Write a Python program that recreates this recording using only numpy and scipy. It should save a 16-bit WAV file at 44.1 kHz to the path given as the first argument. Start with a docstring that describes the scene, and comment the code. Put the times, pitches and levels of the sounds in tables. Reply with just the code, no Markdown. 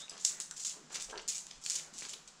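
"""In a small live room, tablets are snapped and pressed out of a foil blister pack over a plate.
Foil and pockets are impulses and grain bursts through material colours: snaps, crinkles, hollow pops.
Tablet ticks and a dull knock ring decaying modes; soft scuffs are filtered grains, slips gliding noise.
The direct sound stands 3 dB above the room's tail, over quiet room tone with faint deep swells.
The microphone is mono and keeps nothing above 15.8 kHz."""
import sys
import numpy as np
from scipy import signal
from scipy.fft import rfft, irfft, next_fast_len
from scipy.io import wavfile
from scipy.ndimage import uniform_filter1d

SR = 44100
rng = np.random.default_rng(int(sys.argv[2]) if len(sys.argv) > 2 else 0)


def materialize(psi):
    """Save the field psi as 16-bit PCM at rate SR to the path in sys.argv[1].

    A 1-D psi becomes a single channel; in a 2-D psi each row is a channel.
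    """
    bounded = np.clip(np.atleast_2d(psi).T, -1, 1)
    quanta = np.round(bounded * 32767).astype(np.int16)
    wavfile.write(sys.argv[1], SR, quanta)


N = 105840
TIME = np.arange(N) / SR  # s

# Steady air of the room at the microphone. Each row: frequency in Hz, relative level in dB.
ROOM_TONE_COLOUR = [(20, -6), (35, -4.5), (60, -13), (110, -30), (145, -0.5), (200, -2.5), (280, -9.5),
                    (500, -10), (1200, -7), (2200, -13.5), (4000, -12.5), (7500, -10), (9000, -24),
                    (12000, -44), (15000, -60)]
ROOM_TONE_DB = -61  # rms
# Deep swells. Each row: middle in seconds, length in seconds, peak rms level in dB.
RUMBLES = [(1.11, 0.19, -64), (1.274, 0.066, -66), (1.583, 0.053, -64), (2.064, 0.22, -74)]
# Spectrum of the swells. Each row: frequency in Hz, relative level in dB.
RUMBLE_COLOUR = [(15, 5), (28, 9), (45, -1), (80, -32), (200, -62), (1000, -120)]

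# How long the room rings. Each row: frequency in Hz, time to fall 60 dB in seconds.
ROOM_T60 = [(200, 0.42), (1500, 0.38), (4000, 0.31), (7500, 0.32), (14000, 0.39)]
TAIL_DB = -3  # energy of the tail against the direct sound
TAIL_DELAY_S, TAIL_BUILD_S = 0.0004, 0.00033

# Bright ring of the foil sheet. Each row: frequency in Hz, relative level in dB.
FOIL_COLOUR = [(200, -23.5), (1000, -57), (2000, -38), (3200, -15.5), (4400, -7), (5300, -2.5), (7000, 4),
               (8100, -1), (8700, -9), (9500, -10), (11500, -22.5), (15000, -31)]
# Duller ring of the plastic. Each row: frequency in Hz, relative level in dB.
PLASTIC_COLOUR = [(150, -36), (500, -30), (1100, -14.5), (1800, -6), (3000, 2), (4400, 2), (6000, 3),
                  (7500, -16.5), (10000, -18.5), (15000, -73)]
# Treble taken off quieter sounds. Each row: frequency in Hz, share of the full loss from 0 to 1.
QUIET_SHAPE = [(7500, 0.22), (13000, 0.45)]
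QUIET_LOSS = 0.67  # full loss in dB for each dB below 0, before the share above

# Bursts of crinkling. Each row: start in seconds, length in seconds, rms in dB, plastic share 0 to 1.
CRINKLES = [(0, 0.024, -49, 0.26), (0.106, 0.052, -56.5, 0.77), (0.167, 0.071, -57, 0.74),
            (0.197, 0.046, -51, 0), (0.255, 0.053, -41.5, 0.07), (0.407, 0.018, -42.5, 0.06),
            (0.431, 0.032, -58, 0.03), (0.563, 0.047, -50, 0.16), (0.595, 0.048, -45.5, 0.06),
            (0.648, 0.05, -39, 0.06), (0.699, 0.029, -47, 0.29), (0.899, 0.025, -58, 0.5),
            (0.919, 0.032, -50, 0.08), (0.944, 0.027, -41.5, 0.51), (1.003, 0.022, -46.5, 0.24),
            (1.029, 0.021, -46.5, 0), (1.093, 0.03, -52, 0.47), (1.213, .02, -59, 0),
            (1.283, 0.024, -35.5, 0.04), (1.311, 0.03, -44, 0.15), (1.346, 0.03, -41.5, 0.11),
            (1.377, 0.033, -47.5, 0.06), (1.462, 0.12, -63, 0.55), (1.614, 0.024, -55.5, 0.07),
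            (1.642, 0.068, -46, 0.04), (1.699, 0.023, -38.5, 0.06), (1.727, 0.032, -41.5, 0.09),
            (1.753, 0.015, -37, 0.1), (1.769, 0.03, -44.5, 0.34), (1.934, 0.045, -52.5, 0.16),
            (1.988, 0.03, -46.5, 0.12), (2.022, 0.049, -48.5, 0.31), (2.086, 0.029, -46.5, 0.1),
            (2.117, 0.023, -53.5, 0.4), (2.131, 0.014, -48, 0.37), (2.276, 0.016, -55, 0.35)]
CRINKLE_PER_S, CRINKLE_SPREAD_DB, CRINKLE_FALL_DB = 3600, 1.5, 2.5
CLUMP_S, CLUMP_DB = 0.003, 2.5  # spacing and spread of the slow unevenness in any run of grains

# Soft body scuffs. Each row: start in seconds, length in seconds, rms in dB, upper edge in Hz.
SCUFFS = [(0, 0.041, -62.5, 1530), (0.112, 0.067, -59, 1290), (0.273, 0.14, -61, 2300),
          (0.739, 0.058, -64, 1260), (0.902, 0.09, -57, 1610), (1.086, 0.034, -57, 880),
          (1.146, 0.05, -54, 1380), (1.738, 0.17, -64, 1490), (1.92, 0.063, -64.5, 218),
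          (2.016, 0.053, -59.5, 1510), (2.089, 0.081, -66, 620)]
# Spectrum of the rubbing before its upper edge. Each row: frequency in Hz, relative level in dB.
SCUFF_COLOUR = [(100, -15.5), (160, -7), (260, -3), (380, 1), (600, 0.5), (950, -1.5), (1500, 4),
                (4000, 7.5)]
SCUFF_PER_S, SCUFF_SPREAD_DB, SCUFF_FALL_DB = 2500, 2.5, -0.5  # a negative fall swells

# A thin squeak, then a soft hollow rub. Each row: start in seconds, length in seconds, rms in dB,
# first frequency in Hz, last frequency in Hz, noise width to each side in Hz.
SLIDES = [(0, .05, -53.5, 3480, 3850, 150), (.745, .16, -66.5, 510, 220, 110)]
SLIDE_EDGE, SLIDE_FALL_DB = 0.2, 8  # share of the length spent in both fades; fall over the slide

# Hollow pops of plastic pockets. Each row: start in seconds, energy in dB, main mode in Hz.
POPS = [(0.0816, -29.5, 2940), (0.9563, -22.5, 2200), (0.965, -26, 2840), (1.1, -27, 3520),
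        (1.1574, -27.5, 3140), (1.1769, -20, 4600), (1.1808, -19.5, 4520), (1.1946, -25.5, 2870),
        (1.199, -26, 3700), (1.512, -22.5, 4200), (1.6616, -23.5, 3500), (1.7981, -23, 3440),
        (2.0223, -23, 2450), (2.0514, -21, 3600), (2.136, -24.5, 3280), (2.1402, -22.5, 4000)]
# Modes of a pocket. Each row: ratio to the main mode, relative level in dB.
POCKET_MODES = [(1.018, -6.5), (1.246, -4), (0.99, 2), (0.72, -15)]
POCKET_T60_S, POCKET_BUZZ = 0.0073, 0.16  # ring time; size of the ragged buzz after the flip
POCKET_CRACK_DB = -3.5  # energy of the crack against the modes
POCKET_TOP = 2.06  # a pop dulls above this multiple of its main mode

# Light contacts with plate, table and pack. Each row: start in seconds, then the modes of what is
# hit, each with frequency in Hz, level in dB, time to fall 60 dB in seconds.
TICKS = [(0.0958, [(5140, -35.5, 0.021), (6100, -38, 0.018), (7890, -35.5, 0.021), (10050, -46, 0.018)]),
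         (0.5115, [(1590, -48, 0.053), (1424, -51, 0.073), (5600, -34, 0.0079)]),
         (1.5085, [(5040, -43, 0.029)]), (2.137, [(4700, -37, .007), (10400, -36, 0.0029),
         (13000, -44, 0.0018)])]
TICK_ROUGH, TICK_ATTACK_S = 2.2, 0.00013  # strength of the phase wander; onset time

# Single snaps of foil and tablet. Each row: start in seconds, energy in dB, plastic share 0 to 1.
SNAPS = [(0.179, -28, 0.03), (0.2462, -20, 0), (0.2496, -2.5, 0), (0.2503, -2.5, .03), (0.252, -3, 0.06),
         (0.4018, -11.5, 0.08), (0.4068, -27, 0.4), (0.4594, -26.5, 0), (.5112, -16.5, 0.02),
         (0.579, -21, 0), (0.638, -22, 0.03), (0.6493, -16, 0.04), (0.6508, -19, 0.22), (.9244, -33, 0),
         (0.929, -27, 0), (0.9487, -19.5, .3), (0.954, -30, 0.4), (0.959, -16, 0.14), (0.9999, -20, 0.44),
         (1.007, -24, 0.5), (1.011, -22, 0.1), (1.0188, -23, 0), (1.024, -14.5, 0.12),
         (1.2788, -15.5, 0.04), (1.2845, -18.5, 0), (1.29, -14.5, 0.1), (1.294, -15, 0.04),
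         (1.381, -17, 0.1), (1.468, -23, 0.11), (1.5127, -28.5, 0.09), (1.6393, -23, 0),
         (1.6629, -11.5, 0.2), (1.6993, -7.5, 0.05), (1.7056, -11.5, 0.12), (1.7615, -11.5, 0.06),
         (1.9383, -29, .03), (1.982, -21.5, 0.13), (1.9869, -18, 0.01), (2.0943, -20, 0.08),
         (2.277, -27.5, 0.01)]
SNAP_T60_S, SNAP_BUZZ = 0.0082, 0.17  # the sheet's short buzz after a buckle, and its size

# A hand bumps plate and table. Each row: start in seconds, energy in dB, hardness in dB per octave.
KNOCKS = [(1.1255, -23, 0.5), (1.1298, -20, 6), (1.1385, -21.5, 4.5), (1.1505, -22.5, 1), (1.1665, -28, 0)]
# Modes of the bumped things. Each row: frequency in Hz, level in dB, time to fall 60 dB in seconds.
KNOCK_MODES = [(417, 1, 0.037), (606, -1, 0.015), (940, 2, 0.016), (1314, -4.5, 0.019), (1617, -8.5, 0.025)]
KNOCK_ATTACK_S = 0.001

LOW_CUT_HZ = 123  # small things radiate no bass
TOP_HZ = 15800  # band limit at the microphone


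def amp(db):
    """Decibels as an amplitude factor."""
    return 10 ** (np.asarray(db) / 20)


def norm(x):
    """x with energy 1."""
    return x / np.sqrt(np.sum(x ** 2) + 1e-20)


def decay(t, t60):
    """An exponential fade that falls 60 dB in t60 seconds."""
    return np.exp(-np.log(1000) * t / t60)


def along(points, hz):
    """Values between (Hz, value) points, on a log frequency axis."""
    f, v = np.transpose(points)
    return np.interp(np.log(hz + 1), np.log(f + 1), v)


def add(track, s, x):
    """Mix x into the track from time s."""
    i = max(0, round(s * SR))
    track[i:i + len(x)] += x[:max(0, N - i)]


def response(points, size=1024):
    """The causal, minimum-phase impulse response of a colour, by folding its cepstrum."""
    cepstrum = irfft(np.log(amp(along(points, np.fft.rfftfreq(size, 1 / SR)))))
    cepstrum[1:size // 2] *= 2
    cepstrum[size // 2 + 1:] = 0
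    return irfft(np.exp(rfft(cepstrum)))


def noise(points):
    """Coloured noise of rms 1."""
    colour = amp(along(points, np.fft.rfftfreq(N, 1 / SR)))
    return norm(irfft(rfft(rng.standard_normal(N)) * colour, N)) * np.sqrt(N)


def grains(length, rate, spread_db, fall_db):
    """A run of impulses at random times, in clumps of uneven size, with a steady rise or fall."""
    u = np.linspace(0, 1, max(16, int(length * SR)))
    chance = rng.random(SR // 4)[:len(u)]
    sign, size, clump_points = rng.standard_normal((3, SR // 4))[:, :len(u)]
    clump = np.interp(TIME[:len(u)] / CLUMP_S, np.arange(len(u)), clump_points)
    level_db = spread_db * np.clip(size, -2, 2) + CLUMP_DB * clump - fall_db * u
    return (chance < rate / SR) * np.sign(sign) * amp(level_db)


def in_room(x):
    """The direct sound and its diffuse tail: noise that dies at its own pace in each band."""
    hz, t, bands = signal.stft(rng.standard_normal(SR // 2), SR, nperseg=256)
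    fade = amp(-60 * t / along(ROOM_T60, hz)[:, None])
    tail = signal.istft(bands * fade, SR, nperseg=256)[1]
    tail *= 1 - np.exp(-np.maximum(TIME[:len(tail)] - TAIL_DELAY_S, 0) / TAIL_BUILD_S)
    tail = amp(TAIL_DB) * norm(tail)
    tail[0] += 1  # direct sound
    return signal.fftconvolve(x, tail)


def pack(push, plastic, db):
    """A push rings foil and plastic with the given energy; quieter sounds are duller."""
    share = np.clip(plastic, 0, 1)
    hz = np.fft.rfftfreq(512, 1 / SR)
    foil_power = norm(amp(along(FOIL_COLOUR, hz))) ** 2
    plastic_power = norm(amp(along(PLASTIC_COLOUR, hz))) ** 2
    colour_db = 10 * np.log10((1 - share) * foil_power + share * plastic_power)
    colour_db += QUIET_LOSS * db * along(QUIET_SHAPE, hz)
    ring = signal.fftconvolve(push, response(np.column_stack([hz, colour_db])))
    return amp(db) * norm(ring)


def buckle(t, buzz, t60):
    """A sharp impulse followed by a short, fading noise buzz."""
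    push = buzz * rng.standard_normal(len(t)) * decay(t, t60)
    push[0] = 1
    return push


def background():
    """Steady room tone with a few faint, deep swells of low noise."""
    swell = sum(amp(db) * np.exp(-(2 * (TIME - s) / length) ** 2) for s, length, db in RUMBLES)
    return amp(ROOM_TONE_DB) * noise(ROOM_TONE_COLOUR) + swell * noise(RUMBLE_COLOUR)


def crinkles():
    """Under the thumb the foil gives way in dense runs of tiny buckles."""
    out = np.zeros(N)
    for s, length, db, plastic in CRINKLES:
        push = grains(length, CRINKLE_PER_S, CRINKLE_SPREAD_DB, CRINKLE_FALL_DB)
        energy_db = db + 10 * np.log10(length * SR)
        add(out, s, in_room(pack(push, plastic, energy_db)))
    return out


def scuffs():
    """Soft rubbing contacts: dull, dense friction grains."""
    out, colour = np.zeros(N), response(SCUFF_COLOUR)
    for s, length, db, edge_hz in SCUFFS:
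        friction = grains(length, SCUFF_PER_S, SCUFF_SPREAD_DB, SCUFF_FALL_DB)
        rub = signal.fftconvolve(friction, colour)
        rub = signal.sosfilt(signal.butter(N=3, Wn=edge_hz, fs=SR, output="sos"), rub)
        add(out, s, amp(db) * np.sqrt(length * SR) * in_room(norm(rub)))
    return out


def slides():
    """Skin or pack slips over a surface: a narrow, rough resonance that glides and fades."""
    out = np.zeros(N)
    for s, length, db, first_hz, last_hz, width_hz in SLIDES:
        u = np.linspace(0, 1, int(length * SR))
        phase = 2 * np.pi * np.cumsum(first_hz * (last_hz / first_hz) ** u) / SR
        lowpass = signal.butter(N=2, Wn=width_hz, fs=SR, output="sos")
        # two slow noises on cosine and sine make a narrow band around the glide
        a, b = signal.sosfilt(lowpass, rng.standard_normal((2, N)))[:, -len(u):]
        rub = a * np.cos(phase) + b * np.sin(phase)
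        rub *= signal.windows.tukey(len(u), SLIDE_EDGE) * amp(-SLIDE_FALL_DB * u)
        add(out, s, in_room(amp(db) * np.sqrt(length * SR) * norm(rub)))
    return out


def pops():
    """A plastic pocket flips: a ragged buckle drives a dull crack and a few short modes."""
    out, t = np.zeros(N), TIME[:SR // 30]
    for s, db, main_hz in POPS:
        push = buckle(t, POCKET_BUZZ, POCKET_T60_S)
        modes = sum(amp(level) * np.sin(2 * np.pi * main_hz * ratio * t * rng.normal(1, 0.0073))
                    for ratio, level in POCKET_MODES)  # each mode slightly detuned
        ring = signal.fftconvolve(push, modes * decay(t, POCKET_T60_S))
        crack = pack(push, 0.9, db + POCKET_CRACK_DB)  # mostly plastic
        pop = crack + amp(db) * norm(ring)[:len(crack)]
        top_hz = min(POCKET_TOP * main_hz, SR / 4)
        pop = signal.sosfilt(signal.butter(N=4, Wn=top_hz, fs=SR, output="sos"), pop)
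        add(out, s, in_room(amp(db) * norm(pop)))
    return out


def ticks():
    """Light contacts ring briefly in a few modes, roughened by a wandering phase."""
    out, t = np.zeros(N), TIME[:SR // 4]
    for s, modes in TICKS:
        ring = np.zeros(len(t))
        for hz, db, t60 in modes:
            wander = np.cumsum(uniform_filter1d(rng.standard_normal(len(t)), size=40))
            drift = TICK_ROUGH * wander / np.sqrt(t60 * SR / 10)
            ring += amp(db) * decay(t, t60) * np.sin(2 * np.pi * hz * t + drift)
        add(out, s, in_room(ring * (1 - np.exp(-t / TICK_ATTACK_S))))
    return out


def snaps():
    """Each buckle or break is a sharp impulse with a few milliseconds of buzz."""
    out, t = np.zeros(N), TIME[:SR // 50]
    for s, db, plastic in SNAPS:
        push = buckle(t, SNAP_BUZZ, SNAP_T60_S)
        add(out, s, in_room(pack(push, plastic, db)))
    return out


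def knocks():
    """A dull, stumbling knock: all contacts ring the same low modes, harder ones favour the upper."""
    out, t = np.zeros(N), TIME[:SR // 8]
    for s, db, tilt_db in KNOCKS:
        ring = np.zeros(len(t))
        for hz, level, t60 in KNOCK_MODES:
            mode_db = level + tilt_db * np.log2(hz / 1000)
            ring += amp(mode_db) * decay(t, t60) * np.sin(2 * np.pi * (hz * t + rng.random()))
        attack = 1 - np.exp(-t / KNOCK_ATTACK_S)
        add(out, s, in_room(amp(db) * norm(ring * attack)))
    return out


def scene():
    """All handling without its bass, over the room tone, the same in both channels."""
    handling = crinkles() + scuffs() + slides() + pops() + ticks() + snaps() + knocks()
    low_cut = signal.butter(N=3, Wn=LOW_CUT_HZ, btype="high", fs=SR, output="sos")
    mono = background() + signal.sosfilt(low_cut, handling)
    return np.array([mono, mono])


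def record(dry):
    """The microphone's signal keeps nothing above its band limit."""
    m = next_fast_len(N + SR // 4)  # padded so that the filter does not wrap round
    return irfft(rfft(dry, m) * (np.fft.rfftfreq(m, 1 / SR) < TOP_HZ), m)[:, :N]


dry = scene()
out = record(dry)
materialize(out)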